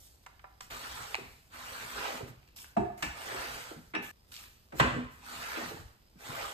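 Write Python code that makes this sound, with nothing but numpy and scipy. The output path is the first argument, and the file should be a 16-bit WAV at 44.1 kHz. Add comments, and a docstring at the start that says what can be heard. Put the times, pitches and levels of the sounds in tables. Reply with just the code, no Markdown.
"""Cast-iron slide in a workshop

A heavy cast-iron slide is pushed to and fro along its ways in a small wooden workshop: grit, hiss and rumble.
Between the strokes a screwdriver taps, short bright fizzes sound, a cover is knocked and the slide clunks home.
Each blow is a short contact that rings decaying modes and the shop; a faint murmur and whine lie below.
Left and right differ in likeness, phase and level from frequency to frequency."""
import sys
import numpy as np
from scipy import signal
from scipy.fft import rfft, irfft, next_fast_len
from scipy.io import wavfile
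from scipy.ndimage import uniform_filter1d

SR = 44100
rng = np.random.default_rng(int(sys.argv[2]) if len(sys.argv) > 2 else 0)


def persist_wave(psi):
    """Save psi, clipped to +-1, as 16-bit WAV."""
    counts = np.round(np.clip(psi, -1, 1) * 32767).astype(np.int16)
    wavfile.write(sys.argv[1], SR, np.atleast_2d(counts).T)


N = 287973

# modes of the slide and bed: mode_hz, relative_level_db, t60_s
CASTING_MODES = [(53.3, -31.5, .6), (121.5, 3, 0.29), (198.3, -20.5, 0.48), (247.7, 7, 0.21),
                 (339.2, -0.5, 0.46), (425, 0.5, 0.25), (532, 3.5, 0.15), (683, 1, 0.14), (732, -18, 0.2),
                 (817, 7.5, 0.053), (896, 2.5, 0.064), (1001, 3, 0.12), (1236, -2, 0.13), (1240, -13, 0.17),
                 (1567, -6.5, 0.089), (1730, -5.5, 0.18), (1850, -18.5, 0.15), (2386, 5, 0.14),
                 (2660, 2, 0.23), (2890, 3, 0.076), (3670, -4.5, .15), (4800, -8, 0.12), (5480, -8, 0.14),
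                 (5600, -4, 0.12), (8250, -9, .08)]


def gain_of(db):
    """Decibels to amplitude."""
    return 10 ** (np.asarray(db) / 20)


def evened(x):
    """Scales to rms 1."""
    return x / np.sqrt(np.mean(x ** 2) + 1e-30)


def read(points, hz):
    """Reads (Hz, value) points on a log-frequency axis."""
    f, value = np.transpose(points)
    return np.interp(np.log(hz + 1), np.log(f + 1), value)


def coloured(x, db_of_hz):
    """Filters x by a gain given in dB as a function of frequency."""
    size = next_fast_len(x.shape[-1])
    gain = gain_of(db_of_hz(np.fft.rfftfreq(size, 1 / SR)))
    return irfft(rfft(x, size) * gain, size)[..., :x.shape[-1]]


def smoothed(x, bins, frames):
    """Moving average of a noise field, as the grit's patches and streaks need."""
    return uniform_filter1d(uniform_filter1d(x, size=bins, axis=0), size=frames, axis=1)


def grit(per_s, spread_db, patchy_db, streaky_db):
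    """Two channels of tiny uneven contacts; broad patches and thin streaks come and go in it."""
    size = gain_of(spread_db * np.minimum(rng.exponential(1, (2, N)), 5))
    clicks = size * rng.standard_normal((2, N)) * (rng.random((2, N)) < per_s / SR)
    z = signal.stft(clicks, nperseg=512, noverlap=384)[2]
    chance = rng.standard_normal((z.shape[2], z.shape[1], 2)).T
    patches = smoothed(chance[0], bins=7, frames=8)
    streaks = smoothed(chance[1], bins=2, frames=24)
    field_db = patchy_db * evened(patches) + streaky_db * evened(streaks)
    return signal.istft(z * gain_of(field_db), nperseg=512, noverlap=384)[1][:, :N]


def until_cut(s, t):
    """1 from the start s up to the next cut, fading over the last 2.1 ms to 0; t counts from s."""
    # fizzes and blows under way stop here: cut_s
    cuts = [.6, .7, 2.555, 4.115, 4.72]
    stop = min([c for c in cuts if c > s] + [s + t[-1]]) - s
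    return np.clip((stop - t) / 0.0021, 0, 1)


def shop_tail():
    """Shop echo: sparse taps of random sign, each band dying at its own speed, other taps for each channel."""
    # decay of the shop: hz, t60_s
    shop_decay = [(60, 0.63), (260, 0.33), (700, 0.54), (1840, 0.65), (4850, 0.59), (10000, 0.53)]
    taps = np.zeros((2, SR))
    at = np.arange(200, SR - 20, 20) + rng.integers(0, 20, (2, (SR - 201) // 20))
    np.put_along_axis(taps, at, rng.choice([-1., 1.], at.shape), 1)
    hz, t, z = signal.stft(taps, SR, nperseg=256)
    decay_db = -60 * t / read(shop_decay, hz)[:, None]
    tail = signal.istft(z * gain_of(decay_db), SR, nperseg=256)[1]
    return tail / np.linalg.norm(tail[0])


def with_shop(dry, tail, shop_db):
    """Adds the shop echo to a dry sound."""
    return dry + gain_of(shop_db) * signal.fftconvolve(dry, tail, axes=1)[:, :dry.shape[1]]


def struck(force, db_of_hz):
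    """Causal filter: the phase follows from the log gain, so nothing sounds before the blow."""
    hz = abs(np.fft.fftfreq(force.shape[-1], 1 / SR))
    log_gain = np.log(gain_of(np.maximum(db_of_hz(hz), -100)))
    return np.fft.ifft(np.fft.fft(force) * np.exp(np.conj(signal.hilbert(log_gain)))).real


def ringing(t, modes, bell):
    """Sum of decaying sines, each channel with its own phases; modes far from the blow's centre drop out."""
    place_db = rng.normal(0, 0.59, len(modes))  # each spot favours other modes
    phase = rng.random((2, len(modes)))
    f, mode_db, t60 = np.transpose(modes)
    near = bell(f) > -40
    dying = np.exp(np.outer((2j * np.pi * f - np.log(1000) / t60)[near], t))
    start = gain_of(mode_db + place_db + bell(f)) * np.exp(2j * np.pi * phase)
    return (start[:, near] @ dying).imag


def blow(tail, modes, s, knock_db, centre_hz, octaves, contact_s, ring_db, tick_db, shop_db, rattle, chatter_db):
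    """A short contact, part springy swing and part rattle, rings the struck body and the shop."""
    t = np.arange(2 ** 15 if knock_db > -30 else 2 ** 14) / SR  # loud blows are heard longer
    u = t / max(contact_s, .0003)
    rattle = np.clip(rattle, 0, 1)
    swing = np.sin(2 * np.pi * (centre_hz * t + rng.random((2, 1))))
    loose = rattle * np.sqrt(SR / centre_hz / 4)  # noise spreads over the whole band
    force = (loose * rng.standard_normal((2, len(t))) + (1 - rattle) * swing) * u * np.exp(-2 * u)

    def bell(hz):
        return -6 * (np.log2((hz + 1) / centre_hz) / octaves) ** 2

    def knock_shape_db(hz):
        tick_power = gain_of(2 * tick_db) * (hz > centre_hz) / (1 + (hz / 8500) ** 8)
        return 10 * np.log10(gain_of(2 * bell(hz)) + tick_power + 1e-30)

    knock = struck(force, knock_shape_db)
    knock /= abs(knock).max(1, keepdims=True)
    ring = ringing(t, modes, bell)
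    ring *= 1 - np.exp(-(1.84 * u) ** 2)  # the ring builds up while the contact lasts
    noise = rng.standard_normal((2, len(t)))
    chatter = evened(uniform_filter1d(uniform_filter1d(noise, size=300), size=300))
    ring *= gain_of(chatter_db * chatter)  # loose parts rattle against the ringing body
    dry = knock + gain_of(ring_db) * ring / abs(ring).max()
    return gain_of(knock_db) * with_shop(dry, tail, shop_db) * until_cut(s, t)


def blows(tail, modes, rows, columns, **shared):
    """Every blow of one kind at its moment; columns name what follows the first three in each row."""
    out = np.zeros((2, N + SR))
    for s, knock_db, centre_hz, *more in rows:
        sound = blow(tail, modes, s, knock_db, centre_hz, **shared, **dict(zip(columns, more)))
        at = round(s * SR)
        out[:, at:at + sound.shape[1]] += sound
    return out[:, :N]


def air():
    """The quiet shop: a low lumpy murmur of machinery far off, a thin hiss and a faint steady whine."""
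    # murmur and hiss: hz, relative_level_db
    air_spectrum = [(20, -11), (60, 2), (120, -7.5), (250, -16.5), (600, -19.5), (1500, -26), (3000, -27),
                    (5000, -28), (7500, -35), (12000, -29.5), (16000, -38.5)]
    # whine: centre_hz, half_width_hz, unused
    whine = [(4960, 39, 0)]
    whine_hz, half_width_hz, _ = whine[0]
    level_db, whine_lift_db = -63, 11.5
    murmur = grit(per_s=10000, spread_db=3.0, patchy_db=-0.5, streaky_db=1.0)

    def shape_db(hz):
        return read(air_spectrum, hz) + whine_lift_db / (1 + ((hz - whine_hz) / half_width_hz) ** 2)

    return gain_of(level_db) * evened(coloured(murmur, shape_db))


def fizzes():
    """Short bright fizzes with some body, some swelling into a blow or trailing after one; rise, hold and fade."""
    # fizzes: start_s, rise_s, hold_s, fade_db_per_s, fizz_db, body_re_fizz_db
    fizz_events = [(0.0, 0.00099, 0.053, 105, -58, -19), (0.208, 0.026, .015, 598, -73, -9),
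                   (0.614, .005, 0.0052, 220, -56.5, 1), (1.17, .02, 0.13, 47, -64.5, -24),
                   (2.256, 0.023, 0.01, 400, -59, 3), (2.557, 0.006, 0.062, 174, -51.5, -8.5),
                   (2.967, 0.012, 0.029, 300, -59, 3), (3.025, 0.0024, 0.0029, 150, -58.5, 20.5),
                   (3.77, 0.029, 0.11, 495, -69, -18), (4.017, 0.0093, .02, 70, -53.5, 2.5),
                   (4.257, 0.033, 0.02, 297, -68, -4), (4.311, 0.0095, 0.11, 157, -54.5, -3.5),
                   (4.505, 0.035, 0.11, 125, -74, -25), (4.726, 0.064, .008, 900, -48, -2),
                   (5.086, 0.031, .04, 150, -64.5, -13), (5.76, .04, 0.042, 90, -67, -14)]
    # bright part: hz, relative_level_db
    fizz_spectrum = [(1500, -56.5), (3000, -9.5), (5000, -5), (8300, -7.5), (11000, -3.5), (14000, -9),
                     (16000, -22)]
    # body: hz, relative_level_db
    body_spectrum = [(200, -2.5), (600, -9.5), (1200, 0.5), (2500, -3.5), (4000, -25.5)]
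    grains = grit(per_s=7200, spread_db=-0.5, patchy_db=1.1, streaky_db=3.0)
    fizz = evened(coloured(grains, lambda hz: read(fizz_spectrum, hz)))
    body = evened(coloured(grains, lambda hz: read(body_spectrum, hz)))
    out = np.zeros((2, N))
    for s, rise_s, hold_s, fade_db_per_s, fizz_db, body_db in fizz_events:
        at = round(max(s, 0) * SR)
        t = np.arange(min(SR // 2, N - at)) / SR
        rise = np.minimum(t / max(rise_s, .001), 1) ** 2
        fade_db = fade_db_per_s * np.maximum(t - rise_s - hold_s, 0)
        envelope = rise * gain_of(fizz_db - fade_db) * until_cut(s, t)
        span = slice(at, at + len(t))
        out[:, span] += envelope * (fizz[:, span] + gain_of(body_db) * body[:, span])
    return out


def taps(tail):
    """Screwdriver taps: short rattly contacts ring the tool's own modes."""
    # taps: start_s, knock_db, centre_hz, ring_db, tick_db
    tap_events = [(.262, -37.5, 1230, -5, -17), (0.393, -48, 1600, -9, -27), (.4405, -41, 990, 1.5, -34),
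                  (0.606, -32.5, 1200, -5, -5)]
    # modes of the screwdriver: mode_hz, relative_level_db, t60_s
    tool_modes = [(560, -6, .07), (759, 3, 0.11), (995, 0.5, 0.09), (1180, -1.5, .08), (1356, -1.5, 0.1),
                  (1760, -1.5, 0.068), (2100, -4, .07), (2490, -4, 0.09), (4950, -3, .06)]
    return blows(tail, tool_modes, tap_events, ["ring_db", "tick_db"],
                 octaves=0.9, contact_s=0.005, shop_db=-6, rattle=0.82, chatter_db=3)


def humps_db(hz, height_db, width_hz):
    """Rubbing lifts the spectrum around the modes of the casting."""
    return sum((height_db + 0.31 * db) / (1 + ((hz - f) / width_hz) ** 2) for f, db, t60 in CASTING_MODES)


def slide(tail):
    """Iron on oily iron: dense grit that the casting colours, with a coarse low grind, fine hiss and bed rumble."""
    # one curve a stroke: time_s, scrape_db, grind_re_scrape_db
    strokes = [
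        [(0.7, -60, -9), (0.71, -45.5, -10.5), (0.8, -48.5, -15), (0.95, -47, -12.5), (1.137, -51, -9),
         (1.184, -59, -9), (1.292, -66, -9), (1.42, -77, -9)],
        [(1.5, -71, -12), (1.545, -53, -11), (1.73, -47, -15), (1.9, -48, -7.5), (1.99, -41.5, -12),
         (2.06, -37.5, -8.5), (2.12, -41, -3.5), (2.18, -49, 2.5), (2.242, -67, 3), (2.3, -75, -5)],
        [(3.1, -70, -9), (3.17, -52.5, -8), (3.3, -42.5, -6), (3.44, -42, -5.5), (3.64, -49.5, -15),
         (3.72, -54.5, -1), (3.8, -70, -1)],
        [(5.12, -75, -12), (5.2, -66, -12), (5.26, -52, -18), (5.36, -47, -16), (5.474, -44.5, -16),
         (5.58, -40.5, -8), (5.69, -47, -5), (5.75, -56, -3), (5.82, -60, -2)],
        [(6.16, -81, -6), (6.205, -56.5, -7), (6.27, -48.5, -4), (6.43, -41.5, -5), (6.53, -50, -7)],
    ]
    # spectra, each: hz, relative_level_db
    scrape_spectrum = [(150, -110), (400, -10), (800, -2), (1300, 5.5), (2400, -1), (4000, -9),
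                       (6000, -14.5), (9000, -35)]
    hiss_spectrum = [(2500, 0), (4500, 2.5), (6500, 0), (8300, 1.5), (11000, 2), (14500, -5.5),
                     (16000, -15)]
    rumble_spectrum = [(25, -30), (55, 16), (120, 2.5), (250, 1), (450, -13), (800, -35)]
    grind_spectrum = [(120, -39), (300, -6.5), (500, 0.5), (850, -2), (1300, -11), (2500, -44)]
    hiss_top_db, hiss_knee_db, hiss_bend_db = -50.5, -47.5, 0.5
    rumble_db_at_ref, rumble_db_per_db, scrape_ref_db = -66, 0.49, -49.5

    contact = grit(per_s=9000, spread_db=0.0, patchy_db=2.0, streaky_db=2.5)
    scrape = coloured(contact, lambda hz: read(scrape_spectrum, hz) + humps_db(hz, height_db=6, width_hz=9.2))
    hiss = coloured(contact, lambda hz: read(hiss_spectrum, hz))
    rumble = coloured(contact, lambda hz: read(rumble_spectrum, hz) + humps_db(hz, height_db=14.5, width_hz=5.6))
    coarse = grit(per_s=2500, spread_db=2.5, patchy_db=3.5, streaky_db=2.5)
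    grind = coloured(coarse, lambda hz: read(grind_spectrum, hz) + humps_db(hz, height_db=4.5, width_hz=11))

    t = np.arange(N) / SR
    in_stroke = sum((t >= rows[0][0]) * (t <= rows[-1][0]) * 1. for rows in strokes)
    moving = uniform_filter1d(in_stroke, size=200)
    at, *columns = np.transpose(sum(strokes, []))
    scrape_db, grind_db = (np.interp(t, at, c) for c in columns)
    # the hiss grows with the scrape up to the knee, then levels off
    hiss_db = hiss_top_db - hiss_bend_db * np.logaddexp(0, (hiss_knee_db - scrape_db) / hiss_bend_db)
    rumble_db = rumble_db_at_ref + rumble_db_per_db * (scrape_db - scrape_ref_db)
    dry = gain_of(scrape_db) * (evened(scrape) + gain_of(grind_db) * evened(grind))
    dry += gain_of(hiss_db) * evened(hiss)
    dry += gain_of(rumble_db) * evened(rumble)
    return with_shop(moving * dry, tail, shop_db=-6.5)


def clunks(tail):
    """Hard blows of the slide: the contact rings the casting."""
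    # clunks: start_s, knock_db, centre_hz, contact_s, shop_db, ring_db, rattle_0_to_1
    clunk_events = [(0.703, -40, 1410, 0.008, -5, -8, .9), (1.145, -16, 2390, 0.00078, -8.5, -22, 0.19),
                    (1.1452, -23.5, 860, 0.0011, -10, -20, 0.2), (1.152, -22, 2500, 0.0015, -8, -22, .5),
                    (1.1525, -33, 800, .003, -8, -20, .4), (4.721, -38, 795, 0.008, 2, -10, 0.8),
                    (4.792, -27.5, 1670, 0.0052, 2.5, -12.5, .9),
                    (4.797, -9.5, 1022, 0.0088, -1, -10, 0.72)]
    return blows(tail, CASTING_MODES, clunk_events, ["contact_s", "shop_db", "ring_db", "rattle"],
                 octaves=1.146, tick_db=-26.5, chatter_db=6)


def jolts(tail):
    """Soft low jolts through the bed: longer contacts with low centres ring the casting."""
    # jolts: start_s, knock_db, centre_hz, ring_db, contact_s
    jolt_events = [(0.71, -49, 61.4, -10, .02), (1.181, -36.5, 401, -24, .012),
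                   (1.206, -44.5, 142, -14, 0.014), (1.246, -49, 96, -9, 0.022),
                   (2.14, -43, 260, -13, 0.016), (2.204, -33, 393, -12, 0.01), (2.226, -37, 125, -18, .007),
                   (2.255, -46, 151, -14, .015), (2.285, -41.5, 110, -19, 0.023),
                   (2.79, -35, 85.6, -8, 0.023), (3.03, -36, 299, -12, .015), (3.055, -42, 70, -14, .025),
                   (3.34, -37, 380, -8, 0.021), (3.708, -37.5, 460, -8, 0.014),
                   (3.76, -42, 155.5, -16, 0.026), (3.937, -36, 315, -8, .015),
                   (3.954, -32, 400, -10.5, 0.014), (3.97, -38, 195, -10, .025),
                   (4.724, -38, 371, -4, 0.017), (4.73, -44, 140, -10, .025), (4.76, -44, 55, -12, .03),
                   (4.803, -20.5, 130, -20, .012), (4.804, -28, 560, -10, .015),
                   (4.808, -23, 330, -7, 0.014), (4.82, -29.5, 190, -12, .02), (4.835, -32, 62, -18, .02),
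                   (4.845, -28, 239, -9, .02), (4.87, -32, 80, -18, .015), (4.91, -35, 120, -11.5, 0.03),
                   (4.94, -36, 330, -13.5, 0.014), (4.958, -28, 245, -22, .03), (4.962, -34, 135, -14, .02),
                   (5.036, -39, 100, -16, .015), (5.344, -54, 93, -17, .02), (5.568, -34, 340, -13, .018),
                   (5.618, -41, 238, -4, 0.021), (5.655, -42, 95, -14, .025), (5.708, -37, 438, -10, 0.014),
                   (5.732, -39, 130, -14, .012), (5.765, -42, 450, -12, .012), (5.785, -40, 110, -12, .025),
                   (5.84, -46, 70.3, -10, .02), (6.152, -51, 179.5, -6, 0.018),
                   (6.283, -38.5, 133, -12, .02)]
    return blows(tail, CASTING_MODES, jolt_events, ["ring_db", "contact_s"],
                 octaves=0.9, tick_db=-44, shop_db=-5, rattle=.5, chatter_db=4)


def ticks(tail):
    """Small ticks: brief rattly contacts ring the casting and the shop."""
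    # ticks: start_s, knock_db, centre_hz
    tick_events = [(2.4287, -53.5, 2400), (2.4758, -55, 3320), (2.4864, -54, 2540), (2.568, -43, 3800),
                   (2.586, -42, 3260), (2.643, -40, 1610), (4.32, -41.5, 2530), (4.34, -37.5, 3850),
                   (4.347, -40, 3850), (4.355, -38, 3850), (4.364, -32.5, 3380), (4.438, -43, 1730),
                   (4.7514, -54, 1330), (5.881, -57, 2590), (6.0183, -62, 2990)]
    return blows(tail, CASTING_MODES, tick_events, [], octaves=0.86, contact_s=0.0025,
                 ring_db=-9, tick_db=-30.5, shop_db=-3, rattle=0.78, chatter_db=7)


def knocks(tail):
    """Knocks on the hollow cover: the contact rings the cover's own modes."""
    # knocks: start_s, knock_db, centre_hz, spread_octaves, ring_db, tick_db, contact_s, rattle_0_to_1
    knock_events = [(2.765, -17.5, 700, .9, -1.5, -34, .013, .15),
                    (2.766, -31, 1240, .9, 1.5, -26, .01, .5), (2.768, -22, 206, .7, -11, -47, .016, 0.3),
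                    (2.785, -28, 390, 0.53, -5, -48, 0.017, 0.3),
                    (3.0231, -22, 1780, 0.83, -2, -12, 0.0082, 0.95),
                    (3.936, -31, 1390, .75, 0, -34, 0.0089, 0.95),
                    (3.948, -25.5, 1800, 0.72, 3, -26.5, 0.0075, 0.8)]
    # modes of the hollow cover: mode_hz, relative_level_db, t60_s
    cover_modes = [(90.3, 9.5, 0.23), (140, 0, 0.2), (198.5, 3, 0.23), (251, -9, 0.12), (334, 2.5, 0.38),
                   (426, -2.5, 0.2), (676, 7, 0.087), (738, -2, 0.17), (817, -2.5, 0.21), (912, 1, 0.17),
                   (1246, -1.5, 0.067), (1520, -15, 0.13), (1737, -6.5, 0.18), (2340, -5, 0.13),
                   (2617, -7.5, 0.2), (2820, -7.5, 0.16), (3830, -11, 0.2), (5370, 4, 0.16),
                   (5840, 3, 0.22), (8200, 2, 0.09)]
    return blows(tail, cover_modes, knock_events, ["octaves", "ring_db", "tick_db", "contact_s", "rattle"],
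                 shop_db=-3, chatter_db=2.5)


def scene():
    """All sources in two channels."""
    tail = shop_tail()
    out = air() + fizzes() + taps(tail) + slide(tail)
    return out + clunks(tail) + jolts(tail) + ticks(tail) + knocks(tail)


def record(dry):
    """Left and right channels: likeness, phase lead and level balance set per frequency; then the band limit."""
    # channels: hz, likeness_0_to_1, right_lead_rad, left_minus_right_db
    channel_curves = [(50, .94, 0, -.3), (200, .9, .4, -.2), (500, .45, 1.1, -2.5), (1500, .3, 2.5, -1.2),
                      (3900, .35, 6.3, -1.2), (5200, .4, 9.4, -2), (6500, .5, 7.5, -1.5),
                      (7500, 1, 6.283, 0), (8200, 1, 6.283, 0), (9100, .6, 5.1, 0), (10000, 1, 3.1416, 0),
                      (11100, 1, 3.1416, 0), (11800, .5, 2.1, 0), (12500, 1, 0, 0), (13700, 1, 0, 0),
                      (14250, .4, -1.4, 0), (14900, 1, -3.1416, 0)]
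    edge_hz = 15750
    size = next_fast_len(N + 4096)
    hz = np.fft.rfftfreq(size, 1 / SR)
    left, other = rfft(dry, size)
    f, *columns = np.transpose(channel_curves)
    same, lead_rad, balance_db = (np.interp(hz, f, c) for c in columns)
    right = same * np.exp(1j * lead_rad) * left + np.sqrt(1 - same ** 2) * other
    balanced = np.array([left * gain_of(balance_db / 2), right * gain_of(-balance_db / 2)])
    pair = irfft(balanced, size)[:, :N]
    lowpass = signal.firwin(511, edge_hz, window=("kaiser", 9), fs=SR)
    return signal.oaconvolve(pair, lowpass[None], "same")


dry = scene()
out = record(dry)
persist_wave(out)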